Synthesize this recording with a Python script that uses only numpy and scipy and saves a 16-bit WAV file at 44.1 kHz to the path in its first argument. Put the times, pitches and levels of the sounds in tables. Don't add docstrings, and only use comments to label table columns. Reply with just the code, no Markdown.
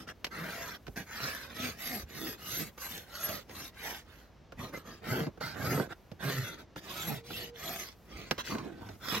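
import sys
import numpy as np
from scipy import signal
from scipy.fft import rfft, irfft, next_fast_len
from scipy.io import wavfile
from scipy.ndimage import uniform_filter1d, map_coordinates

SR = 44100
rng = np.random.default_rng(int(sys.argv[2]) if len(sys.argv) > 2 else 0)


def transcribe(signal):
    frames = np.atleast_2d(signal).T
    limited = np.clip(frames, -1, 1)
    pcm = np.round(limited * 32767).astype(np.int16)
    wavfile.write(sys.argv[1], SR, pcm)


N = 405719

# (frequency [Hz], level [dB])
YARD_SHAPE = [(20, -35), (50, -10), (110, -2.5), (500, -10), (1000, -16), (2000, -22.5), (6000, -30.5),
              (15500, -75)]
# (time [s], level [dB])
LEG_HEAVES = [(.9, -52), (2.04, -48), (4.58, -54), (8.17, -48)]
# (start [s], fastest [s], end [s], taper: under 1 flat, over 1 pointed [-], sliding [dB],
# cutting [dB], hiss [dB], judder [dB], hardest grip [s], grip length [s], change of cutting in the grip [dB],
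# wall ring at full speed [Hz], wall ring [dB])
RASP_STROKES = [(-0.08, -0.049, 0.088, 2.65, -48.5, -49.5, -60, -46.5, 0.025, 0.078, 0, 2900, -61),
                (0.066, 0.092, 0.13, 0.69, -46.5, -51.5, -70, -52, 0.08, 0.095, 0, 1510, -49),
                (0.302, 0.599, 0.78, 0.38, -45, -48.5, -54.5, -41.5, 0.42, 0.084, -1, 1820, -46.5),
                (0.955, 0.968, 1.061, 1.9, -42.5, -45.5, -53.5, -41.5, 1.0, 0.045, -2, 1290, -65),
                (1.039, 1.232, 1.597, 1.44, -43.5, -48, -52.5, -45, 1.26, 0.055, 5.5, 1370, -45.5),
                (1.391, 1.661, 1.825, 3.12, -47.5, -49, -51, -38.5, 1.645, 0.055, 7.5, 2665, -46.5),
                (1.754, 1.92, 2.055, 1.05, -49.5, -46, -44, -44, 1.96, 0.084, 1, 730, -49.5),
                (2.049, 2.295, 2.375, 1.2, -53.5, -47.5, -46.5, -40, 2.25, 0.07, 1, 413, -48.5),
                (2.355, 2.575, 2.717, 1.14, -53, -46.5, -44, -40.5, 2.62, 0.079, 1.5, 2278, -56),
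                (2.764, 2.838, 3.07, 0.94, -50.5, -51, -48.5, -50.5, 2.96, 0.08, 5, 1053, -63),
                (3.042, 3.291, 3.448, 1.52, -46.5, -44.5, -45, -46, 3.32, 0.083, -3.5, 637, -45.5),
                (3.461, 3.646, 3.72, 1.32, -59.5, -53.5, -52, -49.5, 3.56, 0.091, 6.5, 1205, -54.5),
                (3.701, 3.879, 4.077, 2.32, -48.5, -47, -49.5, -50.5, 3.9, 0.082, 0.5, 896.5, -49.5),
                (4.032, 4.169, 4.33, 1.43, -64.5, -66.5, -70.5, -62, 4.08, 0.07, 5.5, 1550, -59),
                (4.564, 4.62, 4.74, 1.43, -53, -53.5, -62.5, -42.5, 4.62, 0.096, 0.5, 1096, -49.5),
                (4.715, 4.747, 4.84, 1.08, -50, -57, -58.5, -43.5, 4.745, 0.048, 0, 2080, -55),
                (4.8, 4.888, 5.06, 2.9, -54.5, -55, -65, -49.5, 4.9, 0.064, -1.5, 1110, -60),
                (5.002, 5.14, 5.315, 1.86, -41.5, -44.5, -50.5, -31, 5.18, 0.092, -3.5, 2183, -61),
                (5.398, 5.43, 5.58, 1.2, -42.5, -47, -58, -44, 5.44, 0.085, -3, 4450, -49.5),
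                (5.529, 5.718, 5.886, 1.12, -40, -46, -47.5, -30, 5.73, 0.17, -1, 525, -44.5),
                (5.879, 5.926, 5.94, 1.45, -57, -59.5, -72, -46.5, 5.91, 0.1, 5, 1546, -46.5),
                (6.188, 6.288, 6.58, 0.8, -41.5, -46.5, -51.5, -36, 6.275, 0.065, 1, 404.7, -57),
                (6.546, 6.599, 6.67, 3.3, -55.5, -59.5, -67.5, -51, 6.65, 0.072, -2, 1458, -66),
                (6.754, 6.769, 6.81, 0.86, -52, -51.5, -59.5, -49, 6.77, 0.044, -1, 1302, -65),
                (6.788, 7.061, 7.225, 1.17, -48.5, -44.5, -48, -37, 7.115, 0.051, -1.5, 798.4, -45.5),
                (7.225, 7.379, 7.52, 1.26, -71.5, -46.5, -50.5, -48, 7.37, 0.2, -0.5, 3002, -52.5),
                (7.525, 7.698, 7.96, 1.44, -50, -43, -47, -47.5, 7.7, 0.11, -3.5, 704.7, -50.5),
                (8.029, 8.21, 8.63, 1.51, -58, -61, -94, -49.5, 8.18, 0.092, 5.5, 2226, -55.5),
                (8.374, 8.388, 8.43, 0.59, -43.5, -44, -58, -50, 8.39, 0.032, 2, 1130, -42.5),
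                (8.432, 8.491, 8.56, 0.98, -47, -45.5, -59, -52, 8.49, 0.049, 1.5, 2660, -49),
                (8.487, 8.511, 8.74, 1.5, -54, -57, -79, -37, 8.53, 0.11, 2.5, 1050, -43),
                (8.549, 8.656, 8.9, 1.78, -59, -61.5, -79, -42.5, 8.68, 0.13, -3.5, 337, -50),
                (8.752, 8.87, 8.98, 0.96, -61, -58.5, -70, -44, 8.82, 0.08, -3, 920, -55.5),
                (8.99, 9.145, 9.24, 1.58, -42.5, -39, -46.5, -33.5, 9.15, 0.038, 6, 1128, -38)]
# (frequency [Hz], level [dB])
HOOF_SHAPE = [(40, -69.5), (80, -1), (125, 3.5), (230, 3), (450, -3), (700, -7.5), (1100, -22), (2500, -42),
              (6000, -103)]
# (frequency [Hz], level [dB])
SLIDE_SHAPE = [(150, -62), (450, -6.5), (750, -11), (1050, -2), (1300, 4.5), (1550, 7.5), (1880, 3),
               (2250, -6.5), (3500, -31), (8000, -71)]
# (frequency [Hz], level [dB])
CUT_SHAPE = [(300, -23.5), (720, -0.5), (1100, -9), (1900, 3), (2700, -0.5), (3500, 1), (4500, -1.5),
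             (5900, -6), (6600, -5.5), (7400, -12.5), (9500, -17.5), (15000, -14.5)]
# (frequency [Hz], level [dB])
HISS_SHAPE = [(3000, -24), (6000, -6.5), (8300, -10), (10500, -8), (11700, -5.5), (12800, 1.5),
              (14500, -11.5), (15800, -4)]
# (frequency [Hz], width [Hz], level [dB])
BLADE_MODES = [(2050, 29, -11.5), (4422, 71, -10), (5557, 181, -12.5), (6540, 110, -11), (12590, 95, -14),
               (13985, 110, -20)]
# (frequency [Hz], width [Hz], level [dB])
SINGING_MODES = [(11536, 24, 7), (12005, 24, 3)]
# (delay [s], strength [-])
BLADE_ECHOES = [(.00032, .35), (.0017, .45)]
SWING_OVERTONES_DB = [-14.5, -18, -27]
# (time [s], level [dB], then before trims: thud [dB], knock [dB], crack [dB])
RASP_TAPS = [(0.243, -23.5, -39, -27, -7.5), (0.265, -38, -17, -18, -5), (0.866, -33.5, -20, -21, -16),
             (0.878, -31.5, -15, -27, -19), (0.965, -46, -26, -30, -12), (2.776, -41, -36, -13, -13),
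             (3.493, -42.5, -15, -13, -9), (4.52, -41, -15, -12.5, -12.5), (4.736, -35.5, -22, -10.5, -18),
             (5.265, -27.5, -9, -27, -23.5), (5.373, -45.5, -11, -9.5, -20), (5.408, -29.5, -32, -11, -23),
             (5.775, -23, -15, -23, -34), (5.796, -22.5, -9.5, -13, -24), (6.114, -34, -12, -29, -19.5),
             (6.759, -31, -17.5, -17.5, -17), (7.301, -37.5, -8, -11.5, -20),
             (8.309, -17, -21.5, -16.5, -10), (8.379, -31.5, -33, -13, -10),
             (8.549, -28.5, -14.5, -15.5, -18), (8.582, -30.5, -20, -23, -13),
             (8.887, -35.5, -13, -23, -15)]
# (frequency [Hz], width [Hz], level [dB])
STRUCK_MODES = [(493, 80, 10), (894, 79, 2), (1110, 360, -2), (1560, 180, 4)]
# (frequency [Hz], level [dB])
CRACK_SHAPE = [(900, -3.5), (2000, -1.5), (2900, 0), (3300, -5.5), (5200, -6.5), (7500, -19.5),
               (10000, -28), (15800, -23)]
# (time [s], length [s], tooth rows [1/s], glide [octaves/s], level [dB])
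HOOF_GROANS = [(0.423, 0.019, 163, 4, -40), (1.25, .028, 140, 8, -41), (1.646, 0.039, 249, 0, -43),
               (1.96, 0.038, 223, -5.5, -41.5), (2.245, 0.035, 323, -2, -51), (2.61, 0.051, 164, -4, -44),
               (5.13, 0.023, 123.6, 0, -30), (5.221, .045, 150, 0, -33.5), (5.732, 0.073, 127.5, 2, -31),
               (6.274, 0.023, 128.5, 3, -36), (6.369, 0.078, 132, -0.94, -37.5),
               (7.104, 0.058, 151.5, -3, -37), (8.635, .045, 112.6, -1, -45.5),
               (8.721, 0.044, 344, -1.5, -56), (8.9, 0.083, 105, -0.4, -47), (9.172, 0.024, 221, -5, -41)]
# (time [s], frequency [Hz], level [dB])
BLADE_SQUEALS = [(2.592, 12005, -40), (3.25, 11536, -33), (4.755, 2062, -43), (5.11, 2062, -43),
                 (5.445, 2062, -44), (7.09, 11536, -39), (7.353, 2710, -44), (7.423, 4464, -47.5),
                 (8.52, 4464, -47.5)]
# (time [s], frequency [Hz], level [dB])
HUM_TRACK = [(7.17, 440, -55), (7.34, 492, -60), (7.53, 473.3, -50.5), (7.62, 431.6, -60)]
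# (frequency [Hz], side to mid [dB])
SIDE_SHAPE = [(150, -17), (300, -7.5), (1700, -6), (2800, -2), (6000, 2), (8500, 1), (11300, -11),
              (15000, -13)]
# (frequency [Hz], level share [-], phase share [-])
RIGHT_LEAN = [(150, .09, .08), (280, .1, .2), (550, .22, .04), (1700, .05, .25), (3500, .16, .2),
              (6000, 0, 0), (11700, 0, .45), (12500, 0, .07)]

HEAVE_S, LEG_DB, ROCK_DB = 0.033, -62.5, -70
DRAG_DB, DRAG_WAVER_DB = -76, 8.5
SLIDE_POWER, HISS_POWER, JUDDER_POWER = 0.9, 1.5, 0.54
EDGE_S = 0.01
ROWS_PER_S = 185
RATE_POWER, SLOWEST = 0.45, 0.12
UNEVEN_DB, UNEVEN_PER_S = 0.8, 26
EARLY_SLIDE_DB, LATE_HISS_DB = 5.5, 1.5
GRIP_DB = 11.5
LOOSE_CYCLES, LOCKED_CYCLES = 0.3, 0.07
GROAN_CALM_DB = -3
TEETH_PER_ROW, TEETH_SCATTER_CYCLES, TEETH_DB = 3.7, 0.02, -4.5
ECHO_OCTAVES, ECHO_PER_S = 0.25, 6
PATCH_HZ, PATCH_S = 600, 0.03
SING_WAVER_DB, SING_PER_S = 0.5, 30
WALL_Q, WALL_GRIP = 3.34, 0.99
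WALL_BEND = 0.17
FLECKS_PER_S, FLECK_DB, FLECK_T60_S, FLECK_SPREAD_DB = 90, -8.5, 0.15, 0.5
FLECK_HZ, FLECK_OCTAVES = 3100, 0.5
SQUEAL_S = 0.015
TOP_HZ = 15850


def amp(db):
    return 10 ** (np.asarray(db) / 20)


def unit(x):
    return x / np.sqrt(np.mean(x ** 2) + 1e-20)


def even(x, size=2600):
    power = uniform_filter1d(uniform_filter1d(x ** 2, size), size // 2)
    return x / np.sqrt(np.abs(power) + 1e-4 * np.mean(x ** 2))


def curves(rows):
    s, *cols = np.transpose(rows)
    return [np.interp(np.arange(N) / SR, s, c) for c in cols]


def wobble(rate):
    knots = rng.standard_normal(int(N * rate / SR) + 4)
    return map_coordinates(knots, [np.arange(N) * rate / SR])


def filtered(x, response):
    n = x.shape[-1]
    m = next_fast_len(n + 8192)
    return irfft(rfft(x, m) * response(np.fft.rfftfreq(m, 1 / SR)), m)[..., :n]


def coloured(x, points):
    size = 8192
    f, db = np.transpose(points)
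    log_hz = np.log(np.fft.rfftfreq(size, 1 / SR) + 1)
    cepstrum = irfft(np.log(amp(np.interp(log_hz, np.log(f), db))))
    cepstrum[1:size // 2] *= 2
    cepstrum[size // 2 + 1:] = 0
    return signal.fftconvolve(x, irfft(np.exp(rfft(cepstrum))))[:len(x)]


def resonant(x, modes):
    def response(f):
        total = 0
        for k, (c, w, db) in enumerate(modes):
            total = total + (-1) ** k * amp(db) * 1j * f * w / (c * c - f * f + 1j * f * w)
        return total
    return filtered(x, response)


def scatter(x, t60, count):
    t = np.arange(SR // 8) / SR
    place = np.linspace(0, count - 1, N)
    out = np.zeros(N + len(t))
    for k in range(count):
        a, b = np.searchsorted(place, [k - 1, k + 1])
        paths = rng.standard_normal(len(t)) * amp(-60 * t / t60)
        faded = x[a:b] * np.cos(np.pi / 2 * (place[a:b] - k))
        echo = signal.fftconvolve(faded, paths / np.linalg.norm(paths))
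        out[a:][:len(echo)] += echo
    return out[:N]


def swell(s, width_s):
    return np.exp(-np.minimum(((np.arange(N) / SR - s) / width_s) ** 2, 50))


def grains(density):
    return (rng.random(N) < density / SR) * rng.standard_normal(N)


def arch(start, fastest, end, taper):
    at = np.arange(max(int(start * SR), 0), min(int(end * SR), N))
    t = at / SR
    speed = np.abs(np.sin(np.pi * np.interp(t, [start, fastest, end], [0, .5, 1])))
    settled = np.tanh(np.abs(np.minimum(t - start, end - t)) / EDGE_S)
    return at, speed, speed ** abs(taper) * settled ** np.clip(2 - taper, 0, 2)


def yard():
    shared, left, right = [unit(coloured(rng.standard_normal(N), YARD_SHAPE)) for _ in range(3)]
    return amp(-61.0) * (shared + .5 * np.array([left, right]))


def leg():
    motion = amp(LEG_DB) + sum(amp(db) * swell(s, HEAVE_S) for s, db in LEG_HEAVES)
    for start, fastest, end, taper, *_ in RASP_STROKES:
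        at, speed, _ = arch(start, fastest, end, taper)
        motion[at] += amp(ROCK_DB) * speed
    rumble_shape = [(20, -32), (38, -13.0), (55, 2.0), (75, -1.0), (130, -14.0), (500, -58.0)]
    return motion * even(coloured(rng.standard_normal(N), rumble_shape))


def drag():
    return amp(DRAG_DB + DRAG_WAVER_DB * wobble(2.84)) * unit(coloured(grains(9000), HISS_SHAPE))


def grip(at, grip_s, length_s):
    return np.exp(-((at / SR - grip_s) / length_s) ** 2)


def strokes():
    power, rate = np.full((4, N), 1e-12), np.full(N, 1e2)
    for (start, fastest, end, taper, slide_db, cut_db, hiss_db, judder_db,
         grip_s, grip_length_s, bite_db, *_) in RASP_STROKES:
        at, speed, effort = arch(start, fastest, end, taper)
        late = (at / SR - fastest) / (end - start)
        hold = grip(at, grip_s, grip_length_s)
        slide = amp(slide_db - EARLY_SLIDE_DB * late) * effort ** SLIDE_POWER
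        cut = amp(cut_db + bite_db * hold) * effort
        hiss = amp(hiss_db + LATE_HISS_DB * late) * effort ** HISS_POWER
        judder = amp(judder_db + GRIP_DB * (hold - 1)) * effort ** JUDDER_POWER
        power[:, at] += np.square([slide, cut, hiss, judder])
        rate[at] = ROWS_PER_S * np.maximum(speed, SLOWEST) ** RATE_POWER
    return np.sqrt(power) * amp(UNEVEN_DB * wobble(UNEVEN_PER_S)), rate


def tooth_rows(rate, scatter_cycles, size_db):
    turns = np.cumsum(rate * (1 + .015 * wobble(40))) / SR
    at = np.searchsorted(turns, np.arange(1, int(turns[-1])))
    chance = rng.standard_normal((N // 100, 2))[:len(at)]
    late = scatter_cycles[at] * chance[:, 0] * SR / rate[at]
    places = np.clip(at + late, 0, N - 1).astype(int)
    pushes = np.bincount(places, amp(size_db * chance[:, 1]), N)
    swing = np.zeros(N)
    for k, db in enumerate([0] + SWING_OVERTONES_DB, 1):
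        level = amp(db + 3.2 * wobble(50))
        swing += level * np.sin(2 * np.pi * k * turns + 0.4 * wobble(60))
    return pushes - uniform_filter1d(pushes, size=900), unit(swing)


def fine_teeth(row_rate):
    turns = np.cumsum(TEETH_PER_ROW * row_rate * (1 + .02 * wobble(25))) / SR
    passes = np.arange(1, int(turns[-1]))
    chance = rng.standard_normal((N // 20, 2))[:len(passes)]
    at = np.interp(passes + TEETH_SCATTER_CYCLES * chance[:, 0], turns, np.arange(N))
    ticks = np.bincount(at.astype(int), amp(2 * chance[:, 1]), N)
    return even(ticks - uniform_filter1d(ticks, size=200))


def swept(x):
    at = np.arange(N)
    for delay_s, strength in BLADE_ECHOES:
        delay = delay_s * SR * 2 ** (ECHO_OCTAVES * wobble(ECHO_PER_S))
        x = x + strength * np.interp(at - delay, at, x)
    return x


def patchy(x, depth_db):
    z = signal.stft(x, nperseg=256)[2]
    cell = np.array([PATCH_HZ * 256 / SR, PATCH_S * SR / 128])[:, None, None]
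    place = np.indices(z.shape) / cell
    knots = rng.standard_normal(place[:, -1, -1].astype(int) + 2)
    field = map_coordinates(knots, place, order=1)
    return signal.istft(z * amp(depth_db * unit(field)), nperseg=256)[1][:N]


def wall_ring(snaps):
    out = np.zeros(N)
    for start, fastest, end, taper, *_, grip_s, grip_length_s, _, ring_hz, ring_db in RASP_STROKES:
        at, speed, effort = arch(start, fastest, end, taper)
        mode = [(ring_hz, ring_hz / WALL_Q, 0)]
        ring = resonant(resonant(snaps[at], mode), mode)
        bent = unit(map_coordinates(ring, [np.cumsum(np.maximum(speed, SLOWEST) ** WALL_BEND)]))
        hold = grip(at, grip_s, grip_length_s)
        out[at] += amp(ring_db + WALL_GRIP * GRIP_DB * (hold - 1)) * effort * bent
    return out


def flecks():
    t = np.arange(SR // 10) / SR
    out = np.zeros(N + len(t))
    for at in np.flatnonzero(rng.random(N) < FLECKS_PER_S / SR):
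        pitch, size = np.clip(rng.standard_normal(2), -2, 2)
        hz = FLECK_HZ * 2 ** (FLECK_OCTAVES * pitch)
        out[at:][:len(t)] += amp(FLECK_SPREAD_DB * size - 60 * t / FLECK_T60_S) * np.sin(2 * np.pi * hz * t)
    return amp(FLECK_DB) * unit(out[:N])


def rasp():
    (sliding, cutting, hissing, shaking), free_rate = strokes()
    rate, locked, groaning = groans(free_rate)
    scatter_cycles = LOOSE_CYCLES + locked * (LOCKED_CYCLES - LOOSE_CYCLES)
    rows, swing = tooth_rows(rate, scatter_cycles, size_db=4.0)
    release = signal.lfilter([1], [1, -np.exp(-1 / (0.00022 * SR))], np.maximum(rows, 0))
    contact = (0.5 + release) * amp(1.24 * wobble(45))
    teeth = amp(TEETH_DB) * unit(contact * fine_teeth(free_rate))

    def snaps():
        return contact * grains(6000)

    def travelling(x):
        return x + 1.27 * scatter(x, t60=0.022, count=120)

    def bites():
        return travelling(unit(snaps()) + teeth)

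    shake = even(coloured(unit(rows) + 1.4 * unit(travelling(snaps())), HOOF_SHAPE))
    slide = even(coloured(swept(bites()), SLIDE_SHAPE))
    cut = even(coloured(patchy(bites(), depth_db=2.5), CUT_SHAPE))
    hiss = even(coloured(patchy(bites(), depth_db=5.0), HISS_SHAPE))
    sing = resonant(snaps(), BLADE_MODES)
    for mode in SINGING_MODES:
        sing = sing + resonant(snaps(), [mode]) * amp(SING_WAVER_DB * wobble(SING_PER_S))
    sing = even(unit(sing), size=4000)
    hoof = amp(GROAN_CALM_DB * locked) * shaking * shake + groaning * swing
    horn = sliding * slide + cutting * (cut + flecks()) + wall_ring(snaps())
    blade = hissing * hiss + amp(9) * hissing ** 1.201 * sing
    return hoof + horn + blade


def burst(t60, attack):
    t = np.arange(SR // 4) / SR
    return rng.choice([-1, 1], len(t)) * amp(-60 * t / t60) * (1 - np.exp(-t / attack))


def broadband(x):
    power = np.abs(uniform_filter1d(np.abs(rfft(x)) ** 2, size=50))
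    return coloured(x, np.column_stack([np.fft.rfftfreq(len(x), 1 / SR) + 1, -10 * np.log10(power)]))


def taps():
    def strength(x):
        return x / np.sqrt(np.sum(x ** 2) / (.02 * SR))

    out = np.zeros(N + SR)
    for s, level_db, thud_db, knock_db, crack_db in RASP_TAPS:
        thud = strength(coloured(burst(0.068, attack=0.0054), HOOF_SHAPE))
        knock = strength(resonant(burst(.04, attack=.0003), STRUCK_MODES))
        snap = broadband(burst(.028, attack=.0006))
        steel = strength(resonant(snap, BLADE_MODES + SINGING_MODES))
        crack = strength(coloured(snap, CRACK_SHAPE)) + amp(-20.5) * steel
        tap = amp(thud_db + 2.5) * thud + amp(knock_db + 0.5) * knock + amp(crack_db - 5.5) * crack
        out[round((s + .001) * SR):][:len(tap)] += amp(level_db) * tap
    return out[:N]


def groans(rate):
    t = np.arange(N) / SR
    locked, gain = np.zeros(N), np.zeros(N)
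    for s, length_s, rows_per_s, glide, db in HOOF_GROANS:
        bell = swell(s, length_s)
        hold = np.minimum(4 * bell, 1)
        pace = rows_per_s * 2 ** np.clip(glide * (t - s), -1, 1)
        rate = rate + hold * (pace - rate)
        locked = np.maximum(locked, hold)
        gain = gain + amp(db) * bell
    return rate, locked, gain


def squeals():
    t = np.arange(N) / SR
    stray = .5 * wobble(160)
    out = np.zeros(N)
    for s, hz, db in BLADE_SQUEALS:
        out += amp(db) * swell(s, SQUEAL_S) * np.sin(2 * np.pi * hz * t + stray)
    return np.sqrt(2) * out


def faint_tone():
    hz, db = curves(HUM_TRACK)
    t = np.arange(N) / SR
    on = uniform_filter1d(1. * ((t > HUM_TRACK[0][0]) & (t < HUM_TRACK[-1][0])), size=1500)
    level = on * amp(db + 1.27 * wobble(38))
    turns = np.cumsum(hz * (1 + 0.013 * wobble(42))) / SR
    return level * np.sqrt(2) * np.sin(2 * np.pi * turns)


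def leaning(hz):
    f, level, phase = np.transpose(RIGHT_LEAN)
    return np.interp(hz, f, level) + 1j * np.interp(hz, f, phase)


def scene():
    work = rasp() + taps() + drag()
    nearby = scatter(work, t60=.03, count=90)
    ground = scatter(work, t60=0.1, count=24)
    mid = work + amp(-13.5) * ground + squeals() + leg() + faint_tone()
    side = coloured(nearby, SIDE_SHAPE) - filtered(mid, leaning)
    return np.array([mid + side, mid - side]) + yard()


def record(dry):
    return filtered(dry, lambda hz: hz < TOP_HZ)


dry = scene()
out = record(dry)
transcribe(out)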